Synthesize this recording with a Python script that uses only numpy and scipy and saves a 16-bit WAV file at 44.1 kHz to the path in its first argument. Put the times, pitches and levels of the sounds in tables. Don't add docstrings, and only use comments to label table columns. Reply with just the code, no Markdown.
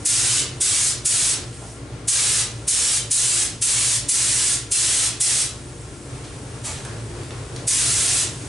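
import sys
import numpy as np
from scipy import signal
from scipy.fft import rfft, irfft
from scipy.io import wavfile
from scipy.ndimage import uniform_filter1d

SR = 44100
rng = np.random.default_rng(int(sys.argv[2]) if len(sys.argv) > 2 else 0)


def dump_mix(stems):
    frames = np.atleast_2d(stems).T
    limited = np.clip(frames, -1, 1)
    pcm = np.round(limited * 32767).astype(np.int16)
    wavfile.write(sys.argv[1], SR, pcm)


N = 373968
T = np.arange(N) / SR
HZ = np.fft.rfftfreq(N, 1 / SR)

# opens t/s, shuts t/s, steady jet level/dB,
# first blast level over the jet/dB, treble at the start level/dB, treble at the end level/dB
TRIGGER_PULLS = [(.046, 0.402, -14.5, 9.5, 1, -2.5), (.6, .888, -15.5, 11.5, -1, 2.5),
                 (1.045, 1.324, -15, 9, 1, -1), (2.072, 2.417, -15, 14, -1, -3),
                 (2.669, 2.978, -17, 12.5, 0, -1.5), (3.102, 3.437, -16, 11.5, 2, 0),
                 (3.609, 3.965, -16.5, 10, -1, 0), (4.079, 4.547, -17, 12.5, 0, 0),
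                 (4.706, 5.076, -15.5, 9, 0.5, -2), (5.197, 5.427, -16.5, 13, -0.5, .5),
                 (7.666, 8.219, -15, 8.5, -1.5, -1.5)]
# f/Hz, density level/dB
JET_SPECTRUM = [(150, -37), (500, -22.5), (1000, -17.5), (2000, -11.5), (3000, -8.5), (4500, -6),
                (6300, -1.5), (7300, 0.5), (8300, 3), (9300, 2), (10200, 0), (11000, -4.5)]
# f/Hz, density level/dB
LEAK_SPECTRUM = [(500, -20), (2000, -5), (4000, -6.5), (5500, -1.5), (7000, 1), (9000, 4.5), (9800, 2),
                 (11000, -5.5)]
# from t/s, to t/s, change of leak level/dB
FINGER_SHIFTS = [(-.1, .1, 4), (1.535, 1.74, 3), (1.78, 2.07, -7), (8.22, 8.5, 6)]
# start t/s, source level/dB, centre f/Hz,
# width/octaves, rise t/s, 60 dB decay t/s
MOVEMENTS = [(1.528, -38, 4000, 1.2, .002, .05), (1.618, -36, 746, 0.38, 0.0051, 0.073),
             (6.236, -39, 3000, 1.2, 0.0073, 0.16), (6.632, -27.5, 8000, 0.33, 0.024, 0.42),
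             (6.633, -31.5, 3200, 1.7, 0.022, 0.73), (6.65, -38.5, 750, 0.32, 0.017, 0.25),
             (6.846, -36.5, 1100, 0.8, 0.0059, 0.19), (6.849, -30, 9400, 1.2, 0.002, 0.027),
             (7.233, -33, 5500, 1, .0005, 0.022), (7.307, -30, 2200, 1.2, 0.00055, .015),
             (7.562, -23, 4500, .7, 0.00051, 0.01), (7.5675, -34, 4570, 0.83, .0006, 0.021)]
# f/Hz, 60 dB decay t/s
GARAGE_DECAY = [(200, 1), (1500, 0.51), (4000, 0.45), (8000, 0.29), (11000, 0.25)]
# f/Hz, side minus mid level/dB
ECHO_WIDTH = [(100, -18), (500, -38), (1200, -5.5), (4000, -6.5), (8500, -8), (11000, -11)]
# f/Hz, level/dB, width f/Hz
MOTOR_HUM = [(57.9, -46, 1.84), (113.8, -41.5, 4.9), (126.6, -44, 10), (167, -54, 13), (209.4, -55, 7.5),
             (236.7, -55.5, 4.9), (280.2, -53, 19), (302, -53, 1.9), (351, -52.5, 3.4), (407, -57, 10),
             (466, -54, 20), (580, -57.5, 15), (1076, -63.5, 10), (1383, -61, 28)]
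# f/Hz, density level/dB
RUSH_SPECTRUM = [(20, -23), (45, -6), (70, -4.5), (88, 0.5), (130, 3), (185, -16), (290, -7.5), (420, -9),
                 (520, -14), (900, -19.5), (1500, -22), (2600, -26), (6000, -31), (11000, -40)]
# t/s, level/dB
LOW_RUSH_COURSE = [(0, -35), (2, -38), (3.6, -40), (5.6, -38.5), (7.5, -33.5), (8.48, -35.5)]
# f/Hz, side minus mid level/dB
FAN_SPREAD = [(50, -43), (125, -19.5), (280, -17), (600, -7.5), (2000, -4.5), (10000, -3)]
# f/Hz, left minus right level/dB
FAN_BALANCE = [(60, 0.5), (130, -0.1), (270, 2), (500, 1.7), (1200, 4.2), (4000, 0)]

EDGE_HZ = 11120
VALVE_OPEN_S, VALVE_SHUT_S = .018, .003
VALVE_CRACKED_DB = -35
MID_STROKE_DB = -1.5
LEAK_DB, FINGER_S = -46, .07


def amp(db):
    return 10 ** (np.asarray(db) / 20)


def unit(x):
    return x / np.sqrt(np.mean(x ** 2) + 1e-20)


def at_hz(points, hz):
    f, value = np.transpose(points)
    return np.interp(np.log(hz + 1), np.log(f + 1), value)


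def colour(x, gain):
    return irfft(rfft(x) * gain, N)


def noise(gain):
    bins = rng.standard_normal(len(HZ)) + 1j * rng.standard_normal(len(HZ))
    return unit(irfft(gain * bins, N))


def short_noise(gain, size):
    return unit(irfft(rfft(rng.standard_normal(size)) * gain, size))


def drift(rate_hz):
    return noise(1 / (1 + (HZ / rate_hz) ** 4))


def spray(blast_time_s=0.024, blast_tilt_db=3.0, flutter_db=0.56):
    out, size = np.zeros(N), SR
    t, hz = np.arange(size) / SR, np.fft.rfftfreq(size, 1 / SR)
    opening = amp(VALVE_CRACKED_DB * np.maximum(1 - t / VALVE_OPEN_S, 0) ** 1.2)
    surplus = np.exp(-np.maximum(t - VALVE_OPEN_S, 0) / blast_time_s)
    octaves = np.log2((hz + 100) / 8000)
    jet_db = at_hz(JET_SPECTRUM, hz)
    steady_shape = amp(jet_db) * (hz < EDGE_HZ)
    blast_shape = amp(jet_db + blast_tilt_db * octaves) * (hz < EDGE_HZ)
    for opens, shuts, jet_level_db, blast_db, _, _ in TRIGGER_PULLS:
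        steady = short_noise(steady_shape, size)
        blast = short_noise(blast_shape, size)
        valve = opening * np.exp(-np.maximum(t - (shuts - opens), 0) / VALVE_SHUT_S)
        burst = amp(jet_level_db) * valve * (steady + amp(blast_db) * surplus * blast)
        part = out[max(round(opens * SR), 0):][:size]
        part += burst[:len(part)]
    return out * amp(flutter_db * drift(21))


def sweep(x, beam_hz=5500):
    aim_db = np.zeros(N)
    for opens, shuts, _, _, first_db, last_db in TRIGGER_PULLS:
        way = np.clip((T - opens) / (shuts - opens), 0, 1)
        stroke_db = first_db + (last_db - first_db) * way + MID_STROKE_DB * np.sin(np.pi * way)
        aim_db = np.where(T >= opens, stroke_db, aim_db)
    treble = colour(x, 1 - 1 / (1 + (HZ / beam_hz) ** 4))
    return x + (amp(aim_db) - 1) * treble


def panel(x, delay_s=.0024, sway_s=0.000423, share=0.13):
    reflection = np.interp(T - delay_s - sway_s * drift(1.42), T, x)
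    return (x + share * reflection) / np.hypot(1, share)


def leak():
    shift_db = np.zeros(N)
    for start, end, change_db in FINGER_SHIFTS:
        inside_s = np.minimum(T - start, end - T)
        shift_db += change_db * np.clip(.5 + inside_s / FINGER_S, 0, 1)
    hiss = noise(amp(at_hz(LEAK_SPECTRUM, HZ)) * (HZ < EDGE_HZ))
    return hiss * amp(LEAK_DB + shift_db)


def knocks():
    out, size = np.zeros(N), SR
    t, hz = np.arange(size) / SR, np.fft.rfftfreq(size, 1 / SR)
    for start, db, centre, width, rise, t60 in MOVEMENTS:
        band = np.exp(-.5 * (np.log2((hz + 1) / centre) / width) ** 2) * (hz < EDGE_HZ)
        level = np.minimum(t / rise, 1) * amp(db - 60 * np.maximum(t - rise, 0) / t60)
        knock = short_noise(band, size) * level
        part = out[round(start * SR):][:size]
        part += knock[:len(part)]
    return out


def tails(count, first_echo_s=0.0023):
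    size = SR // 2
    hz, t, grains = signal.stft(rng.standard_normal((count, 2, size)), SR, nperseg=256)
    t60 = np.maximum(at_hz(GARAGE_DECAY, hz), .05)
    grains = grains * amp(-60 * t / t60[:, None])
    grains[:, 1] *= amp(at_hz(ECHO_WIDTH, hz))[:, None]
    echoes = signal.istft(grains, SR, nperseg=256)[1][..., :size] * (T[:size] > first_echo_s)
    return echoes / np.linalg.norm(echoes[0, 0])


def garage(x, wet_db=0, lean_db=-0.12, count=36):
    size = SR // 32
    fade, echoes = np.sin(np.pi * np.arange(2 * size) / (2 * size)), tails(count)
    padded, room = np.pad(x, (size, 2 * size)), np.zeros((2, N + SR))
    for k, start in enumerate(range(0, N + size, size)):
        slice_in = padded[start:start + 2 * size] * fade
        ring = signal.fftconvolve(slice_in[None], echoes[k % count], axes=1)
        room[:, start:start + ring.shape[1]] += ring
    mid, side = amp(wet_db) * room[:, size:size + N]
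    left = (x + mid + side) * amp(lean_db)
    right = (x + mid - side) * amp(-lean_db)
    return np.array([left, right]) / np.hypot(1, amp(wet_db))


def fan(waver_db=1.08):
    hum_power = np.zeros(len(HZ))
    for hz, db, width in MOTOR_HUM[1:]:
        band = 1 / (1 + (2 * (HZ - hz) / width) ** 4)
        hum_power += amp(2 * db) * band / band.sum()
    hum_shape = np.sqrt(hum_power)
    hum_gain = np.linalg.norm(hum_shape)

    shaft_hz, shaft_db, shaft_width = MOTOR_HUM[0]
    wandering_hz = shaft_hz + shaft_width / 2 * drift(2.4)
    shaft = np.sqrt(2) * amp(shaft_db) * np.sin(2 * np.pi * np.cumsum(wandering_hz) / SR)

    rush_level = amp(np.interp(T, *np.transpose(LOW_RUSH_COURSE)) + waver_db * drift(7))
    rush_shape = amp(at_hz(RUSH_SPECTRUM, HZ))
    mid, side = (rush_level * noise(rush_shape) + hum_gain * noise(hum_shape) for _ in range(2))
    mid = mid + shaft
    side = colour(side, amp(at_hz(FAN_SPREAD, HZ)))
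    lean = amp(at_hz(FAN_BALANCE, HZ) / 2)
    return np.array([colour(mid + side, lean), colour(mid - side, 1 / lean)])


def scene():
    gun = panel(sweep(spray()) + leak())
    return garage(gun + knocks()) + fan()


def limiter(x, threshold_db=-18.0, slope=0.88, sense_s=0.0011, recovery_db_per_s=220):
    keep = np.exp(-1 / (sense_s * SR))
    power = signal.lfilter([1 - keep], [1, -keep], (x ** 2).mean(0))
    power_db = 10 * np.log10(power + 1e-12)
    fall = recovery_db_per_s * T
    held_db = np.maximum.accumulate(power_db + fall) - fall
    excess_db = uniform_filter1d(np.maximum(held_db - threshold_db, 0), size=128)
    return x * amp(-slope * excess_db)


def record(dry):
    low_pass = signal.firwin(801, EDGE_HZ, window=("kaiser", 9), fs=SR)
    return signal.oaconvolve(limiter(dry), low_pass[None], "same")


dry = scene()
out = record(dry)
dump_mix(out)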